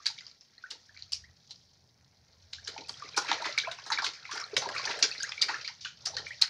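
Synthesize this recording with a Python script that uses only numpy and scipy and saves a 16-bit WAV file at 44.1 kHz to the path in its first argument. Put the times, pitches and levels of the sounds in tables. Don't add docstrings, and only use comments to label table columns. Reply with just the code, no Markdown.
import sys
import numpy as np
from scipy import signal
from scipy.fft import rfft, irfft
from scipy.io import wavfile
from scipy.ndimage import uniform_filter1d

SR = 44100
rng = np.random.default_rng(int(sys.argv[2]) if len(sys.argv) > 2 else 0)


def wav_out(sig):
    wavfile.write(sys.argv[1], SR, np.round(np.clip(np.atleast_2d(sig).T, -1, 1) * 32767).astype(np.int16))


N = 286209

# start_s, spray_db, spray_hz, mist_db, pocket_hz, pocket_db, fade_s, snap_db
SLAPS = [(0.0578, -28, 4250, -19, 2700, -7, 0.18, -7), (.0656, -27, 4380, -18, 2520, -28, 0.05, 15),
         (0.186, -41.5, 3870, -39, 2230, -27, .052, 5), (0.2072, -48.5, 4900, -34, 2117, -7, 0.082, 10),
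         (0.266, -50, 4910, -41, 1190, -16, .18, 16.5), (0.313, -61, 4500, -37, 1160, -11, 0.19, 18),
         (0.409, -59, 5470, -7, 2560, -10, 0.2, 17.5), (0.7061, -38.5, 4260, -12.5, 2760, -24, 0.087, -12),
         (0.7111, -42, 4200, -51, 3050, -6.5, 0.18, 15.5), (.945, -56.5, 4570, -40, 1600, -1, 0.099, 0),
         (0.9734, -53, 4300, -38, 2340, 0, 0.051, 16), (0.9907, -52.5, 4490, -44, 2640, -9, 0.19, 9),
         (1.0228, -49.5, 4320, -50, 2570, -31, 0.12, 21.5),
         (1.1211, -33.5, 4730, -5.5, 2580, -38, 0.025, -7),
         (1.1279, -33.5, 5200, -16, 2600, -48, 0.16, -12), (1.133, -38, 4950, -33, 2640, -42, 0.024, 22.5),
         (1.495, -56, 4100, -9, 2610, -35, .088, -12), (1.508, -40, 4270, -21, 2450, -55, 0.079, 5),
         (2.5323, -32.5, 4050, -24, 2630, -13.5, 0.03, -15), (2.5451, -44.5, 4020, -30, 2740, -27, .21, -5),
         (2.648, -50.5, 5480, -20, 2290, -27, 0.23, 15), (2.6744, -34, 3940, -17.5, 1630, -6.5, 0.12, -5),
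         (2.7782, -42, 4100, -47, 2520, 1, 0.069, 1), (2.8085, -43.5, 4200, -36, 877, -30, 0.072, -5),
         (2.8834, -47, 4600, -3, 2590, -8, 0.26, -4.5), (2.8935, -32.5, 4700, -29, 904, -7.5, 0.039, 7.5),
         (3.089, -47.5, 5240, -38, 960, 2.5, 0.023, 10), (3.1641, -34.5, 4200, -14, 775, -8, 0.36, -5.5),
         (3.1744, -23.5, 5700, -15, 980, 0, 0.081, -10), (3.2831, -39, 4000, -26, 2300, 7, 0.62, -14),
         (3.3147, -26.5, 3660, -25, 850, 6, .036, 10.5), (3.3278, -31, 3640, -29, 843, -11, 0.12, -0.5),
         (3.4015, -59, 4080, -21, 1490, 20, 0.09, 9), (3.442, -40.5, 4300, -25, 2330, 7, 0.41, -9),
         (3.4535, -35.5, 3630, -26, 880, 2, 0.2, 0.5), (3.5772, -33, 4220, -15, 2570, 6, 0.085, -5),
         (3.5847, -27, 4070, -17, 2190, -12, 0.048, 11.5), (3.5995, -34, 3520, -40, 2180, -36, 0.16, 13),
         (3.7141, -38, 3660, -17.5, 1610, -2.5, 0.13, -1.5), (3.7856, -57, 3860, -7, 1090, 11, 0.1, 7),
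         (3.8636, -43.5, 4080, -15, 912, 2, 0.19, 1), (3.902, -42.5, 6730, -8, 1130, 13, 0.11, 9),
         (3.9201, -28.5, 3990, -27, 1650, -0.5, 0.19, -5.5), (3.9845, -34, 3760, -35, 1490, 10, 0.12, 0),
         (4.02, -36.5, 4430, -28, 750, 0.5, 0.35, 0), (4.0434, -28.5, 3900, -22, 1520, -13, 0.19, -13),
         (4.0637, -28.5, 3830, -24, 2390, -2, 0.068, -6.5), (4.1345, -45.5, 4560, -21, 1800, -8, 0.24, 5),
         (4.2514, -55, 3900, -33, 2190, 10.5, .087, 10), (4.3121, -38, 3900, -16.5, 1320, 4, 0.14, -4.5),
         (4.3256, -38, 5500, -33, 1420, -17, 0.18, -9), (4.3726, -37, 4830, -25, 1470, 4.5, 0.058, -9),
         (4.3996, -40.5, 5400, -15.5, 1200, -3, 0.076, -7),
         (4.5662, -18, 3690, -20.5, 2800, -5.5, 0.057, -5), (4.5776, -29, 6100, -17, 2270, -27, 0.13, -7),
         (4.6192, -37, 4000, -24, 950, 1.5, 0.21, -0.5), (4.6888, -39.5, 4730, -10, 1580, 8.5, 0.049, 0),
         (4.7494, -46, 4210, -10, 1370, 9.5, 0.28, -9), (4.781, -35.5, 4430, -37, 2400, -0.5, 0.16, 10),
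         (4.8533, -29, 4480, -23, 870, -5.5, 0.04, 4), (4.8918, -36, 4200, -34, 930, 2, .088, -2.5),
         (4.9093, -36.5, 3500, -23, 2400, 4, .064, -10), (4.9898, -47, 5040, 2, 1890, 7, 0.1, 12),
         (5.0258, -15.5, 4760, -26, 2610, -14, 0.11, 6), (5.2308, -29, 6410, -10, 1580, -34, 0.029, 2.5),
         (5.2924, -36.5, 5230, -28, 1200, -1.5, 0.036, 3.5), (5.3187, -36, 3420, -35, 2700, 0, 0.044, 2.5),
         (5.3797, -56, 3540, -21, 2240, -6, .076, 18), (5.4164, -22, 4450, -22, 2470, -26, 0.084, -12),
         (5.4235, -29, 4710, -18, 2320, -1.5, 0.15, 17.5), (5.4848, -36, 4400, -26, 1690, 3, 0.24, -9.5),
         (5.6114, -39.5, 4020, -33, 2450, -4, .054, -4), (5.6464, -38.5, 4130, -35, 2320, -18, .16, 1),
         (5.6762, -39, 4640, -29, 2330, 0.5, 0.16, 19), (5.8102, -45.5, 4300, -23, 2160, -34, 0.33, -16),
         (5.8484, -37.5, 3170, -30, 1710, -3.5, 0.22, -2),
         (6.0566, -29, 4760, -14.5, 1770, -19, 0.057, -10.5),
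         (6.0672, -30, 5700, -20, 1730, -10.5, 0.12, -8.5), (6.0828, -42, 5570, -15, 1780, -4.5, 0.051, 3),
         (6.1668, -30, 4440, -25, 1550, -9, 0.052, 1.5), (6.1831, -37, 4100, -28, 1710, -4.5, 0.11, 7),
         (6.263, -46, 4150, -40, 2240, 1.5, 0.09, 0), (6.4168, -19.5, 4460, -16, 2640, -30, 0.044, -16),
         (6.4214, -27.5, 4216, -17, 2680, -8, 0.12, 24), (6.4357, -30.5, 4650, -28, 1710, -4.5, 0.1, -2.5)]
# snap_db (relative to spray), rise_s
SLAP_RISE = [(-9.5, 0.0062), (-8.5, 0.00098), (2, 0.001306)]
# pitch_hz, relative_db (per Hz)
SPRAY_COLOUR = [(1760, -16), (3000, -6), (3490, -8), (4000, -5), (4460, -4.5), (5430, -4), (6270, -7),
                (7360, -15), (8500, -80), (11000, -70), (18700, -120)]
# pitch_hz, relative_db (per Hz)
MIST_COLOUR = [(4240, -15), (7200, 4), (8310, -1.5), (9410, -5), (13600, -26), (15400, -26)]
MIST_TILT_PER_DB, MIST_PIVOT_DB = 0.25, -32
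LUMP_DB, SPLASH_LOW_HZ = 2.5, 500

# start_s, peak_db, fade_s
THUMPS = [(0.713, -51.5, 0.1), (0.749, -55.5, 0.078), (1.508, -66, 0.12), (2.679, -55, 0.15),
          (2.78, -39, 0.16), (2.811, -50, 0.14), (2.895, -48.5, 0.16), (3.038, -47.5, 0.11),
          (3.173, -28.5, 0.039), (3.178, -42, 0.033), (3.289, -38, 0.16), (3.316, -36, 0.066),
          (3.407, -43, 0.12), (3.457, -36, 0.075), (3.716, -51, 0.075), (3.868, -50, 0.27),
          (3.924, -43, 0.15), (3.987, -44.5, 0.12), (4.044, -43, 0.076), (4.067, -44, 0.1),
          (4.33, -39.5, 0.087), (4.375, -52, 0.1), (4.529, -31, 0.065), (4.57, -23.5, 0.036),
          (4.621, -39, 0.075), (4.66, -35.5, 0.11), (4.692, -47, 0.068), (4.754, -47, 0.11),
          (4.785, -60, 0.1), (4.859, -41.5, 0.075), (4.897, -39, 0.086), (5.027, -37.5, 0.13),
          (5.179, -48, 0.1), (5.428, -45, 0.1), (5.458, -43, 0.1), (5.488, -45.5, 0.16), (5.54, -48, 0.1),
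          (6.086, -50, 0.085), (6.131, -55, 0.075), (6.186, -61, 0.092), (6.218, -47, 0.037)]
THUMP_RISE_S, THUMP_CREST_DB = 0.0085, 9

# start_s, peak_db, pitch_hz, climb_octaves
BUBBLES = [(.001, -48.5, 1210, .3), (.099, -46, 885, 0.53), (.18, -40, 2210, 0.21), (.206, -45, 1990, 0.39),
           (.2463, -48, 4950, .1), (.26, -61, 1130, .05), (.5796, -42, 4180, .1), (.581, -53, 1840, 0.68),
           (.638, -31.5, 1475, 0.55), (.66, -45, 1810, 0.15), (.715, -52, 880, .1), (.73, -57, 477, 0.33),
           (.75, -56, 900, .2), (.892, -47, 1685, 0.62), (.964, -46, 2210, 1), (1.239, -46.5, 1820, 1.2),
           (1.29, -57, 1900, .2), (1.5, -64, 794, .1), (2.583, -44.5, 1604, 0.91), (2.684, -44, 438, 0.18),
           (2.762, -36, 843, .58), (2.817, -44.5, 887, 0.24), (2.847, -46, 2470, .33),
           (2.9407, -37.5, 3250, .1), (3.001, -44, 1450, 0.16), (3.022, -32, 1176, 0.42),
           (3.1343, -40, 3960, .1), (3.143, -36.5, 2360, .25), (3.245, -36.5, 980, .13),
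           (3.399, -37.5, 634, 0.28), (3.421, -29.5, 920, 0.34), (3.489, -36.5, 598, 0.18),
           (3.577, -18.5, 2260, 0.11), (3.635, -32, 1603, 0.29), (3.646, -31.5, 2220, 0.86),
           (3.671, -31, 997, .2), (3.671, -34, 2560, .3), (3.676, -28.5, 668, 0.4), (3.69, -38, 1550, .1),
           (3.7135, -30.5, 3920, .1), (3.903, -42, 1300, .23), (3.914, -24, 894, .1),
           (3.974, -24, 2270, 0.13), (3.987, -17, 1524, 0.17), (4.043, -28.5, 1514, .34),
           (4.252, -39, 2196, 0.4), (4.291, -39, 1003, 1), (4.355, -38, 862, 1.4),
           (4.4144, -30.5, 5370, 0.092), (4.421, -37, 1160, 2), (4.4393, -29.5, 4170, 0.18),
           (4.53, -35, 423, 0.22), (4.574, -32, 522, 0.15), (4.624, -31.5, 822, 0.26),
           (4.656, -27, 927, 0.58), (4.69, -38, 1520, 0.34), (4.699, -34, 1053, .1),
           (4.762, -27.5, 2225, 0.91), (4.794, -31.5, 1097, 0.2), (4.856, -37.5, 860, .1),
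           (4.895, -32, 950, .2), (4.983, -43, 704, .3), (5.039, -28, 1530, 0.32), (5.045, -38.5, 431, .2),
           (5.1133, -27, 4500, .1), (5.119, -31.5, 2540, 0.48), (5.1794, -31.5, 4140, 0.087),
           (5.202, -32.5, 1545, 0.65), (5.2066, -25.5, 4750, 0.12), (5.235, -29, 1553, 2),
           (5.377, -29.5, 2250, 0.33), (5.491, -31, 835, 3.3), (5.541, -27, 1694, 0.31),
           (5.646, -35, 2200, 1.3), (5.6765, -31, 4660, .2), (5.695, -49, 874, 1.6),
           (5.856, -30, 1495, 0.11), (6.068, -42.5, 717, 0.22), (6.1, -46, 628, 0.18),
           (6.134, -40, 858, 0.26), (6.15, -45, 505, 0.37), (6.173, -33.5, 1774, .41),
           (6.267, -33.5, 2280, 0.41), (6.306, -32, 1826, 2), (6.424, -39.5, 877, 0.26)]
BUBBLE_RISE_S, BUBBLE_T60_S, FADE_OCT_PER_OCT = 0.0038, 0.03, 0.57
CLIMB_T60_S = 0.0253

# time_s, fizz_db, gurgle_db, slosh_db
STIR = [(0.0, -62, -67.5, -76), (0.09, -52.5, -64.5, -72), (0.29, -63, -67.5, -74.5),
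        (0.4, -69.5, -76.5, -76.5), (0.69, -64.5, -66.5, -75), (0.81, -62.5, -72.5, -73.5),
        (0.96, -65, -72, -76.5), (1.14, -61.5, -71, -75.5), (1.32, -69, -73.5, -75.5),
        (1.52, -62, -75.5, -75), (1.97, -73.5, -75.5, -75.5), (2.4, -68, -73, -74),
        (2.58, -60.5, -71, -75.5), (2.73, -53, -60, -60), (2.86, -59, -69, -71), (3.02, -50.5, -56, -66),
        (3.14, -55, -61.5, -67), (3.29, -46, -43.5, -51.5), (3.36, -47, -48.5, -53),
        (3.52, -46.5, -54.5, -66), (3.7, -53.5, -51.5, -61), (3.89, -52.5, -61, -69.5),
        (4.05, -71, -64, -65), (4.27, -54, -57, -70.5), (4.37, -42.5, -45.5, -61), (4.48, -56, -56, -66.5),
        (4.64, -50.5, -57, -48), (4.75, -45.5, -49, -55.5), (4.9, -38.5, -39.5, -49.5),
        (5.01, -45.5, -50, -50.5), (5.2, -44, -51.5, -68.5), (5.39, -50.5, -59, -66.5),
        (5.55, -45.5, -41.5, -61), (5.67, -53.5, -69, -70), (5.84, -61, -67.5, -75),
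        (5.95, -62, -71, -73.5), (6.11, -53.5, -64, -63), (6.24, -52.5, -61, -58), (6.33, -50, -73, -68),
        (6.49, -64, -49, -79)]
FINE_SHARE, FINE_SWING, FINE_WANDER_S = 0.27, 0.15, 0.033

ECHO_T60_S, ECHO_RISE_S, ECHO_DB = 0.16, 0.008, -11

# offset_s, peak_db
TICKS = [(.0094, -54), (.0171, -59)]
TICK_HZ = 29.468

# time_s, deep_part_db, upper_part_db
RUMBLE = [(0.0, -78, -83), (0.12, -77, -71.5), (0.54, -85, -83.5), (1.3, -58.5, -68.5), (1.37, -79, -70),
          (2.31, -71, -74), (2.58, -64.5, -71.5), (3.03, -71.5, -65), (4.54, -77.5, -71.5),
          (4.57, -59, -53), (4.64, -67, -65), (5.67, -75, -70), (6.24, -61.5, -62.5), (6.49, -80, -68.5)]
# pitch_hz, width_hz, relative_db
RUMBLE_MODES = [
    [(47.7, 23, -14), (87.5, 21, 3)],
    [(125.4, 35, 0), (170.7, 17, -9)],
]
# pitch_hz, relative_db (per Hz)
AIR_COLOUR = [(15, -53), (25, -2), (96, 2.5), (152, -1.5), (227, 6), (297, -2.5), (469, -3.5), (567, -18),
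              (1110, -23), (1270, -32), (3260, -24), (5730, -9), (7700, -24.5), (15500, -26)]
AIR_DB = -75.5

TOP_HZ = 15650


def undb(db):
    return 10 ** (np.asarray(db) / 20)


def unit(x):
    return x / np.sqrt(np.mean(x ** 2, axis=-1, keepdims=True))


def shaped(x, gain):
    size = x.shape[-1]
    hz = np.arange(1, size // 2 + 2) * SR / size
    return unit(irfft(rfft(x) * gain(hz), size))


def colour(points):
    hz, db = np.transpose(points)
    return lambda f: undb(np.interp(np.log(f), np.log(hz), db))


def hump(hz, width_hz):
    return lambda f: 1 / np.sqrt(1 + ((f - hz ** 2 / f) / width_hz) ** 2)


def curve(rows):
    s, *columns = np.transpose(rows)
    return [np.interp(np.arange(N) / SR, s, c) for c in columns]


def place(times, rows):
    out = np.zeros(N + rows.shape[1])
    for s, row in zip(times, rows):
        first = int(s * SR)
        out[first:first + len(row)] += row
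    return out[:N]


def swell(t, rise, t60):
    attack = np.sin(np.pi / 2 * np.clip(t / rise, 0, 1)) ** 2
    return attack * np.exp(-np.log(1000) * np.maximum(t - rise, 0) / t60)


def crackle(shape, spread_db, size):
    grains = rng.exponential(size=shape[:-1] + (shape[-1] // size + 1,))
    grains = np.minimum(grains, 4.2)
    loudness = np.repeat(undb(spread_db * grains), size, axis=-1)[..., :shape[-1]]
    return rng.standard_normal(shape) * loudness


def ring(t, hz, rise, t60, climb):
    progress = np.maximum((t - rise) / t60, -.06)
    pitch = hz * 2 ** (climb * .36 * np.tanh(progress / .4))
    return swell(t, rise, t60) * np.sin(2 * np.pi * np.cumsum(pitch, axis=-1) / SR)


def slaps():
    s, spray_db, spray_hz, mist_db, pocket_hz, pocket_db, t60, snap_db = np.transpose(SLAPS)[:, :, None]
    t = np.arange(8192) / SR
    rise = np.interp(snap_db, *np.transpose(SLAP_RISE))
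    t60 = np.clip(t60, .008, .5)
    burst = crackle((len(s), 2, len(t)), 1.64, size=32)
    bumps = uniform_filter1d(rng.standard_normal((len(s), len(t) // 2 + 1)), size=50)
    lumps = undb(LUMP_DB * unit(bumps))

    def spray_gain(f):
        return colour(SPRAY_COLOUR)(f) * lumps * (0.13 + hump(spray_hz, 900)(f))

    def mist_gain(f):
        tilt = MIST_TILT_PER_DB * (spray_db - MIST_PIVOT_DB)
        return colour(MIST_COLOUR)(f) * undb(tilt * np.log2(f / 8000))

    def pocket_gain(f):
        return lumps * hump(pocket_hz, .35 * pocket_hz)(f) * hump(1500, 2600)(f) ** 4

    snap_shape = np.exp(-((t - rise - .001) / 0.0007) ** 2)
    snap = undb(snap_db) * snap_shape * np.cos(2 * np.pi * spray_hz * t)
    spray = shaped(burst[:, 0], spray_gain) * swell(t, rise, t60) + snap
    mist = shaped(crackle((len(s), len(t)), 3.46, size=48), mist_gain)
    mist = mist * swell(t, rise + 0.0004, 0.77 * t60)
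    pocket = shaped(burst[:, 1], pocket_gain) * swell(t, rise + 0.0023, 0.59 * t60)
    splash = undb(spray_db) * (spray + undb(mist_db) * mist + undb(pocket_db) * pocket)
    splashes = place((s - 0.64 * rise)[:, 0], splash)
    return signal.sosfilt(signal.butter(2, SPLASH_LOW_HZ, "high", fs=SR, output="sos"), splashes)


def thumps():
    s, peak_db, t60 = np.transpose(THUMPS)[:, :, None]
    t = np.arange(8192) / SR
    thump = shaped(crackle((len(s), len(t)), 2.67, size=32), lambda f: hump(380, 520)(f) ** 4)
    thump = thump * swell(t, THUMP_RISE_S, np.clip(t60, .01, .5))
    return place(s[:, 0], undb(peak_db - THUMP_CREST_DB) * thump)


def bubbles():
    s, peak_db, hz, climb = np.transpose(BUBBLES)[:, :, None]
    t = np.arange(4096) / SR
    slow = (1000 / hz) ** FADE_OCT_PER_OCT
    t60 = BUBBLE_T60_S * slow + CLIMB_T60_S * climb
    shake = uniform_filter1d(rng.standard_normal((len(s), len(t))), size=120)
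    waver = undb(1.1 * unit(shake))
    return place(s[:, 0], waver * undb(peak_db) * ring(t, hz, BUBBLE_RISE_S * slow, t60, climb))


def swarm(count, low_hz, high_hz, cycles, spread_db, climb):
    when, pitch, size, length = rng.random((count, 4)).T[:, :, None]
    hz = low_hz * (high_hz / low_hz) ** pitch
    t = np.arange(1536) / SR
    rows = ring(t, hz, 1.31 / hz, cycles * (0.75 + length) / hz, climb * length)
    rows = rows * np.cos(np.pi / 2 * t / t[-1])
    rows = rows * undb(-spread_db * np.log(size + .06))
    return unit(place(when[:, 0] * N / SR, rows))


def brisk(db):
    return np.clip((db + 78) / 15, 0, 1)


def fizz(level_db):
    drops = crackle((2, N), 3.88, size=260)
    wander = shaped(rng.standard_normal(N), lambda f: 1 / (1 + (f * FINE_WANDER_S) ** 2))
    small = np.clip(FINE_SHARE + FINE_SWING * wander, 0, 1)
    spray_colour = colour(SPRAY_COLOUR)
    large_drops = shaped(drops[0], lambda f: spray_colour(f) * hump(4300, 2000)(f) ** 2)
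    small_drops = shaped(drops[1], lambda f: spray_colour(f) * hump(5600, 2200)(f) ** 2)
    out = np.sqrt(1 - small) * large_drops + np.sqrt(small) * small_drops
    flung = shaped(crackle((N,), 5.1, size=400), colour(MIST_COLOUR))
    out += undb(-19.5 + 0.26 * (level_db + 26.0)) * flung
    tiny_bubbles = swarm(count=1000, low_hz=2944, high_hz=6270, cycles=55, spread_db=-1, climb=0.71)
    out += 0.43 * brisk(level_db) * tiny_bubbles
    return undb(level_db) * unit(out)


def gurgle(level_db):
    churn = shaped(crackle((N,), 2.86, size=300), lambda f: hump(1900, 2200)(f) ** 4)
    small_bubbles = swarm(count=1300, low_hz=1229, high_hz=2740, cycles=46.6, spread_db=5.0, climb=1.0)
    return undb(level_db) * unit(.5 * churn + brisk(level_db) * small_bubbles)


def slosh(level_db):
    churn = shaped(crackle((N,), 2.25, size=500), lambda f: hump(700, 1000)(f) ** 4)
    pockets = swarm(count=1300, low_hz=407, high_hz=1125, cycles=15, spread_db=5, climb=0.32)
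    return undb(level_db) * unit(.5 * churn + brisk(level_db) * pockets)


def stirring():
    fizz_db, gurgle_db, slosh_db = curve(STIR)
    return fizz(fizz_db) + gurgle(gurgle_db) + slosh(slosh_db)


def echoes(x):
    def low_gain(f):
        return 1 / (1 + (f / 3000) ** 4)

    t = np.arange(16384) / SR
    low, high = crackle((2, len(t)), 5.5, size=8)
    tail = shaped(low, low_gain) * swell(t, ECHO_RISE_S, ECHO_T60_S)
    tail += shaped(high, lambda f: 1 - low_gain(f)) * swell(t, ECHO_RISE_S, 1.3 * ECHO_T60_S)
    tail = tail / np.sqrt(np.sum(tail ** 2))
    return signal.fftconvolve(x, tail)[:N] * undb(ECHO_DB)


def ticking():
    t = np.arange(-64, 64) / SR
    click = np.exp(-(t / .00025) ** 2) * np.cos(2 * np.pi * 5300 * t)
    rounds = np.arange(int(N / SR * TICK_HZ)) / TICK_HZ
    scatter = undb(0.82 * rng.standard_normal((len(rounds), len(TICKS))))
    out = np.zeros(N)
    for k, (s, peak_db) in enumerate(TICKS):
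        out += place(rounds + s + t[0], undb(peak_db) * scatter[:, [k]] * click)
    return out


def rumble():
    out = np.zeros(N)
    for level_db, modes in zip(curve(RUMBLE), RUMBLE_MODES):
        def gain(f):
            return sum(undb(db) * hump(hz, width)(f) ** 2 for hz, width, db in modes)
        out += undb(level_db) * shaped(rng.standard_normal(N), gain)
    return out


def air():
    return undb(AIR_DB) * shaped(rng.standard_normal(N), colour(AIR_COLOUR))


def scene():
    water = slaps() + thumps() + bubbles() + stirring()
    return (water + echoes(water) + ticking() + rumble() + air())[None]


def record(dry):
    return signal.sosfilt(signal.ellip(10, .2, 60, TOP_HZ, fs=SR, output="sos"), dry)


dry = scene()
out = record(dry)
wav_out(out)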